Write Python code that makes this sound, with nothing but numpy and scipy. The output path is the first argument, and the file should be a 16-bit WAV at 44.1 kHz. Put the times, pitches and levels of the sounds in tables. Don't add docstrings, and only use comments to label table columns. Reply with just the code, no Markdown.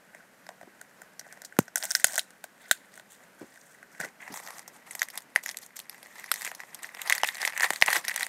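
import sys
import numpy as np
from scipy import signal
from scipy.fft import rfft, irfft
from scipy.io import wavfile
from scipy.ndimage import uniform_filter1d

SR = 44100
rng = np.random.default_rng(int(sys.argv[2]) if len(sys.argv) > 2 else 0)


def materialize(psi):
    bounded = np.clip(np.atleast_2d(psi).T, -1, 1)
    quanta = np.round(bounded * 32767).astype(np.int16)
    wavfile.write(sys.argv[1], SR, quanta)


N = 365148

# t/s, case ring peak/dB, film treble/dB re ring, case belly/dB re ring
SNAPS = [(0.1479, -35, -9, -8.5), (0.466, -39.5, -1, -9), (0.49, -34.5, 1, 1.5), (0.612, -41, -5, 1),
         (0.63, -47, -6, 6), (0.814, -34.5, 4, -12), (1.018, -37, 1, -8), (1.194, -38.5, 13, -7),
         (1.2118, -40.5, -2, -8), (1.265, -45.5, -9, 3), (1.325, -40, 9.5, -7), (1.373, -44, -7, -2),
         (1.4185, -37.5, 9, -11), (1.4378, -43, -8, -8), (1.448, -43.5, 17, -15), (1.5239, -35.5, -15, -24),
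         (1.567, -38, -9, -12), (1.5883, -16, 5.5, -4), (1.6802, -34.5, -7, -11), (1.7575, -18, 12, -14.5),
         (1.772, -27, 6, -10), (1.779, -39, 21, -4), (1.8265, -27.5, 8, -14), (1.836, -31, 13.5, -2.5),
         (1.841, -33, 14, -13), (1.847, -35, 6, 0), (1.8526, -38.5, 18.5, -20), (1.895, -46, 7, -17),
         (1.9065, -27, 13.5, -17), (1.9116, -30, 19, -18), (1.9184, -34.5, 18, -10),
         (1.9509, -12.5, 8, -25), (1.9979, -29, 2, -29), (2.0432, -8, 7.5, -14.5), (2.162, -35, 11, -29),
         (2.1789, -16, 3.5, -11.5), (2.1832, -20, 3, -11.5), (2.1927, -32.5, 20.5, -12),
         (2.305, -46, 5, -13), (2.4407, -32.5, 6, -2), (2.7115, -7, 1, -17), (2.976, -37, -0.5, -11.5),
         (2.9972, -40.5, 5, -8), (3.8285, -35, -8.5, -16), (4.0016, -23.5, -2, -10),
         (4.0108, -29.5, -3, -7), (4.0475, -40.5, 9, -5), (4.3598, -33.5, 4, -2.5), (4.3999, -36.5, 3, 1),
         (4.593, -37, 8, -8), (4.6782, -44, 12.5, 4.5), (4.909, -33, 3, -20), (4.932, -44, 5, -4),
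         (4.9511, -25, 3.5, -12), (4.993, -34.5, 10, -22), (5.0179, -10.5, -7, -19),
         (5.029, -20, -0.5, -20), (5.086, -33, 3.5, -16), (5.101, -40.5, 9, -10), (5.175, -29, 8.5, -6),
         (5.205, -53, 15.5, 1), (5.22, -50.5, 7.5, -6), (5.3523, -46, 9, 1), (5.36, -5, -10, -16),
         (5.375, -33, -12, -2), (5.4362, -43.5, 14, -1), (5.461, -22, -0.5, -16), (5.4906, -25, 7, -9.5),
         (5.497, -37, 10, -18), (5.5116, -39, 9, -23), (5.545, -33, -5, -11.5), (5.57, -43, 20.5, -21),
         (5.587, -45.5, 16, -7), (5.7666, -40, 12.5, -24), (5.791, -34, 9, -8), (5.8, -42.5, 14, -22),
         (5.8961, -39, 15, -10), (6.029, -38.5, 3.5, -9), (6.06, -37, -6, -11), (6.1966, -38, 6, -6),
         (6.2412, -29, -7.5, -14), (6.3154, -19, 8.5, -8.5), (6.34, -25, 5, -19), (6.3586, -31, 4, -15),
         (6.4105, -29, 4, -15), (6.4191, -28.5, 5.5, -8), (6.4479, -26, 4.5, -12), (6.4532, -34, 4, -15),
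         (6.4646, -23, -22, -16), (6.475, -23, -7, -17), (6.5156, -25.5, -8, -7), (6.549, -44, 13.5, -13),
         (6.6017, -25, -12, -12), (6.635, -34.5, -9, -4.5), (6.7456, -51.5, 27.5, -18),
         (6.8306, -35.5, 7.5, -12), (6.8446, -23, -21, -33), (6.891, -32.5, -17, -10),
         (6.948, -33, 3.5, -4), (6.9696, -32.5, -8, -5.5), (6.999, -44, -9, -26), (7.0165, -38, 18.5, -21),
         (7.0746, -30.5, 5, -3), (7.0979, -10, 0.5, -43), (7.1045, -16.5, -8, -9.5),
         (7.124, -5.5, -7.5, -35), (7.131, -25, -3, -16), (7.1508, -23, 5, -23), (7.18, -23.5, 3.5, -34),
         (7.2, -35, -5, -19), (7.214, -35, 1, -15), (7.2337, -15, -3, -30), (7.243, -17.5, -4, -13),
         (7.2466, -23.5, 0, -4), (7.2738, -31, 12, -23), (7.2876, -18, -2.5, -30), (7.346, -32, 2, -10),
         (7.354, -35, 7, -3), (7.3688, -30, 0, -11), (7.4166, -24.5, 6.5, -6.5), (7.4288, -18.5, -5, -8.5),
         (7.4502, -13, -8.5, -20), (7.4761, -14.5, 0, -10), (7.5234, -26.5, -13, -14),
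         (7.565, -23, -12, -35), (7.5766, -17.5, -2, -19), (7.5982, -16, -2, -18),
         (7.6065, -16.5, -2.5, -9), (7.6202, -14.5, -8, -15), (7.6318, -12, -11, -35),
         (7.642, -12, -11, -9), (7.7045, -14, -0.5, -3), (7.7334, -22.5, 0, -9), (7.7598, -27.5, 4.5, -32),
         (7.8139, -23, 7.5, -5), (7.823, 1, -7.5, -17.5), (7.861, -21, 4.5, -11), (7.8803, -12.5, -11, -7),
         (7.885, -14, -19, -0.5), (7.897, -28, -3, -11), (7.9076, -18, -11, -28), (7.9318, -20, 5.5, -32),
         (7.946, -28.5, 6.5, -15), (7.9648, -14, -3, -18), (8.0496, -27.5, 1.5, -27),
         (8.0813, -19, 2.5, -14.5), (8.0955, -18, -7, -31), (8.113, -23.5, -10, -15), (8.141, -31, 4, -10),
         (8.161, -20.5, 6, -11.5), (8.1766, -21.5, -3, -17), (8.2085, -18, -9, -15), (8.2304, -19, 4, -17),
         (8.266, -24.5, 0.5, -11)]
# f/Hz, width/Hz, edge-on gain/dB, face-on gain/dB
BELLY_MODES = [(583, 170, -1.5, -2), (700, 225, 4.5, 9), (1086, 1620, -7.5, 5)]
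# f/Hz, width/Hz, edge-on gain/dB, face-on gain/dB
RING_MODES = [(1504, 113, 15.5, -2.5), (1934, 240, 11.5, 16.5), (2816, 310, -16, -14)]
# f/Hz, width/Hz, edge-on gain/dB, face-on gain/dB
FILM_MODES = [(3374, 1560, -11, -9), (5490, 2250, -0.5, -0.5), (7970, 6270, -0.5, -1),
              (10290, 2700, -5.5, -2), (12440, 1200, -18, -8.5), (14380, 1700, -24.5, -17.5)]


def snaps(slip_ms=0.55, slip_scatter=0.63, detune=0.02):
    out, t = np.zeros(N), np.arange(2048) / SR
    for start, db, film_db, belly_db in SNAPS:
        length_ms = max(slip_ms * np.exp(slip_scatter * rng.standard_normal()), .1)
        age = t * 1000 / length_ms
        grit = rng.standard_normal(len(t))
        slip = grit * (age * np.exp(-age) + 0.31 * np.exp(-age / 7))
        jolt = (0.7 + grit) * age * np.exp(-4 * age)
        colour_db = 3.5 * rng.standard_normal(len(FILM_MODES))
        tuned = np.array(RING_MODES) * [1 + detune * rng.standard_normal(), 1, 1, 1]
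        face = facing(start)
        add(out, start, body(jolt, tuned, face, colour_db[::-1] / 2), db)
        add(out, start, body(slip, FILM_MODES, face, film_colour(start, colour_db)), db + film_db)
        polarity = -1 if face > .5 else 1
        add(out, start, polarity * body(jolt, BELLY_MODES, face), db + belly_db)
    return out


def twangs(width_hz=350):
    # t/s, peak/dB, f/Hz
    patches = [(1.7582, -18, 6450), (1.9515, -25, 5270), (2.0437, -8.5, 6680), (2.183, -25, 6300),
               (2.7118, -17, 3640), (5.0178, -21.5, 6570), (5.3606, -23.5, 6440), (5.461, -25, 6770),
               (6.3158, -14, 1420), (7.1048, -18, 1000), (7.1318, -25, 3300), (7.2341, -15, 2920),
               (7.2342, -11, 840), (7.2477, -19, 2600), (7.2882, -23, 3700), (7.4765, -28, 3440),
               (7.8232, -22, 2850), (7.8235, -24.5, 690), (7.8835, -18, 2700)]
    out, tick = np.zeros(N), signal.unit_impulse(1024)
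    for start, db, hz in patches:
        add(out, start, ring(ring(tick, hz, width_hz), hz, 2 * width_hz), db)
    return out


def creases(buckles_per_s=400, spread_db=6, rub_db=0.5):
    t = np.arange(N) / SR
    face = facing(t)
    onsets = rng.random(N) < buckles_per_s / SR
    sizes = undb(spread_db * np.minimum(rng.exponential(size=N), 4))
    decay = np.exp(-np.arange(256) / SR / 0.0014)
    buckles = np.convolve(onsets * sizes, decay)[:N] * rng.standard_normal(N)
    rub = undb(rub_db) * rng.standard_normal(N)
    shake = level(buckles, 0) + rub
    film = body(shake, FILM_MODES, face, film_colour(t, [2.2 * walk(150) for _ in FILM_MODES]))
    walls = body(shake, RING_MODES, face, [lift_db + 5 * walk(90) for lift_db in (0, 0, 9)])
    belly = undb(1.42 * walk(40)) * body(shake, BELLY_MODES, face)
    ring_gain, film_gain, belly_gain = crease_gains(t)
    return ring_gain * level(walls, 0) + film_gain * level(film, 0) + belly_gain * level(belly, 0)


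def crease_gains(t, attack_s=0.01, release_s=0.02, settle_db=-28.5, settle_s=0.018):
    # start/s, end/s, case ring/dB, film/dB, case belly/dB
    pulls = [(0.123, 0.237, -56, -70, -61), (0.482, 0.532, -80, -84, -54), (0.606, 0.605, -60, -76, -47),
             (1.238, 1.372, -57, -65.5, -61), (1.797, 1.868, -42, -44, -48), (1.877, 2.021, -50, -46, -57),
             (2.06, 2.18, -47, -41.5, -44.5), (2.597, 2.71, -57, -61.5, -66),
             (2.91, 2.99, -68.5, -62, -63.5), (3.094, 3.15, -79, -57, -64), (3.16, 3.242, -76, -69.5, -62),
             (3.381, 3.748, -61, -62.5, -67), (3.914, 3.98, -57, -63, -65), (3.992, 4.043, -37, -44, -40),
             (4.197, 4.305, -47.5, -57.5, -54), (4.315, 4.395, -48.5, -46.5, -51),
             (4.417, 4.593, -59, -51, -54.5), (4.726, 4.767, -66.5, -56.5, -58.5),
             (4.857, 5.047, -56.5, -55.5, -58), (5.125, 5.165, -51.5, -51.5, -55),
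             (5.427, 5.5, -62, -47.5, -67), (5.611, 5.637, -59, -47, -66), (5.755, 5.806, -74, -52, -66.5),
             (5.904, 6.15, -60.5, -60, -67.5), (6.139, 6.314, -53.5, -54.5, -63.5),
             (6.32, 6.487, -49.5, -45, -55.5), (6.48, 6.802, -59, -60, -62),
             (6.817, 6.867, -53, -49.5, -55), (6.884, 6.984, -53.5, -61.5, -66),
             (6.98, 7.06, -45.5, -50.5, -51.5), (7.058, 7.165, -37, -41.5, -47.5),
             (7.195, 7.197, -32, -46, -56), (7.254, 7.287, -39, -37, -49.5),
             (7.305, 7.413, -49.5, -51, -62), (7.396, 7.485, -38.5, -42.5, -47.5),
             (7.529, 7.627, -40.5, -49, -49.5), (7.623, 7.652, -29.5, -34, -36),
             (7.682, 7.785, -52, -47.5, -57), (7.866, 7.95, -33.5, -35.5, -43),
             (7.939, 7.975, -32.5, -33.5, -36), (8.033, 8.173, -43.5, -48.5, -56),
             (8.187, 8.242, -41.5, -41, -49)]
    power = undb([[-65], [-73], [-74.5]]) ** 2 * np.ones(N)
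    for start, end, *db in pulls:
        span = slice(int(start * SR), int((end + 10 * release_s) * SR))
        swell = np.clip((t[span] - start) / attack_s, 0, 1)
        release = np.exp(-np.maximum(t[span] - end, 0) / release_s)
        power[:, span] += (undb(db)[:, None] * swell * release) ** 2
    kicks = np.zeros_like(power)
    for start, db, film_db, belly_db in SNAPS:
        kicks[:, int(start * SR)] = undb(settle_db + db + np.array([0, film_db, belly_db])) ** 2
    settling = signal.lfilter([1], [1, -np.exp(-2 / settle_s / SR)], kicks)
    return np.sqrt(power + settling)


def knocks():
    # t/s, peak/dB, f/Hz, contact/ms, scuff/0-1
    contacts = [(0.627, -41.5, 210, 4.1, 0.2), (0.671, -42.5, 370, 2.6, 1),
                (1.5893, -1.5, 207, 0.028, 0.04), (1.611, -30.5, 210, 5.7, 0.01),
                (2.0431, -28.5, 308, 0.22, 0), (2.7118, -31, 294, 0.27, 0.02),
                (3.409, -32.5, 298, 9.1, 0.75), (3.998, -31, 166.6, 4.2, 0.12),
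                (4.029, -36.5, 350, 14, 0.16), (4.299, -35.5, 222, 11.6, 0.05),
                (7.704, -30.5, 320, 2.1, 0.6), (7.823, -43, 250, 0.18, 0.3), (7.883, -42, 227, 1.1, 0.12),
                (7.961, -36, 285, 10, 1)]
    out, t = np.zeros(N), np.arange(4096) / SR
    for start, db, hz, contact_ms, scuff in contacts:
        roughness = 1 - scuff + scuff * 20 * rng.standard_normal(len(t))
        push = t * np.exp(-t * 1000 / max(contact_ms, .05)) * roughness
        swing = ring(push, hz, 1.08 * hz)
        add(out, start, (1 - scuff) * swing + scuff * ring(swing, hz, hz), db)
    return out


def body(x, modes, face, colour_db=None):
    colour_db = np.zeros(len(modes)) if colour_db is None else colour_db
    ringing = 0
    for k, (hz, width_hz, edge_db, face_db) in enumerate(modes):
        gain = undb(edge_db + face * (face_db - edge_db) + colour_db[k])
        ringing += (-1) ** k * gain * ring(x, hz, width_hz)
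    span_hz = [modes[0][0] / 1.3, min(modes[-1][0] * 1.2, SR / 2.2)]
    return signal.lfilter(*signal.butter(2, span_hz, "band", fs=SR), ringing)


def film_colour(t, scatter_db):
    # t/s, level/dB
    drift = [(0, 1), (1.4, -2), (2.3, 3), (2.7, 11), (4.1, -5), (4.6, 0), (5.7, -0.5), (6.1, -0.5),
             (7, 2.5), (8.28, 4.5)]
    return [scatter_db[0] + np.interp(t, *np.transpose(drift)), *scatter_db[1:]]


def facing(t, turn_start_s=4.0, turn_end_s=4.4):
    return np.interp(t, (turn_start_s, turn_end_s), (0, 1))


def room(x, t60_s=0.27, wet_db=-28):
    t = np.arange(SR // 2) / SR
    decay = np.exp(-np.log(1000) * t / t60_s) * (t > .003)
    tail = ring(rng.standard_normal(len(t)), 6800, 9000) * decay
    return signal.fftconvolve(x, tail * undb(wet_db) / np.sqrt(np.sum(tail ** 2)))[:N]


def room_hiss(rms_db=-59):
    # f/Hz, relative level/dB
    spectrum = [(24, -48.5), (40, -22), (106, -19.5), (124, -12), (185, -2.5), (372, -9), (491, -6.5),
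                (646, -5.5), (715, -8), (1240, -10.5), (1590, -7), (3560, -21.5), (14100, -24.5),
                (16000, -43.5)]
    hz, db = np.transpose(spectrum)
    bins_hz = np.maximum(np.arange(N // 2 + 1) * SR / N, 1)
    shape = undb(np.interp(np.log(bins_hz), np.log(hz), db))
    hiss = irfft(rfft(rng.standard_normal(N)) * shape, N)
    return level(hiss * undb(walk(8.5)), rms_db)


def ring(x, hz, width_hz):
    return signal.lfilter(*signal.iirpeak(min(hz, SR / 2.2), hz / width_hz, fs=SR), x)


def walk(rate_hz):
    step = int(SR / rate_hz)
    return uniform_filter1d(np.repeat(rng.standard_normal(N // step + 1), step), step)[:N]


def add(out, start_s, sound, peak_db):
    i = int(start_s * SR)
    out[i:i + len(sound)] += (sound * undb(peak_db) / np.abs(sound).max())[:N - i]


def level(x, rms_db):
    return x * undb(rms_db) / np.sqrt(np.mean(x ** 2))


def undb(db):
    return 10 ** (np.asarray(db) / 20)


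def scene(low_cut_hz=125):
    near = snaps() + twangs() + knocks() + creases()
    near = signal.sosfilt(signal.butter(4, low_cut_hz, "high", fs=SR, output="sos"), near)
    return (near + room(near) + room_hiss())[None]


def record(dry):
    top_hz = 15600
    return signal.sosfilt(signal.ellip(8, .2, 70, top_hz, fs=SR, output="sos"), np.clip(dry, -1, 1))


dry = scene()
out = record(dry)
materialize(out)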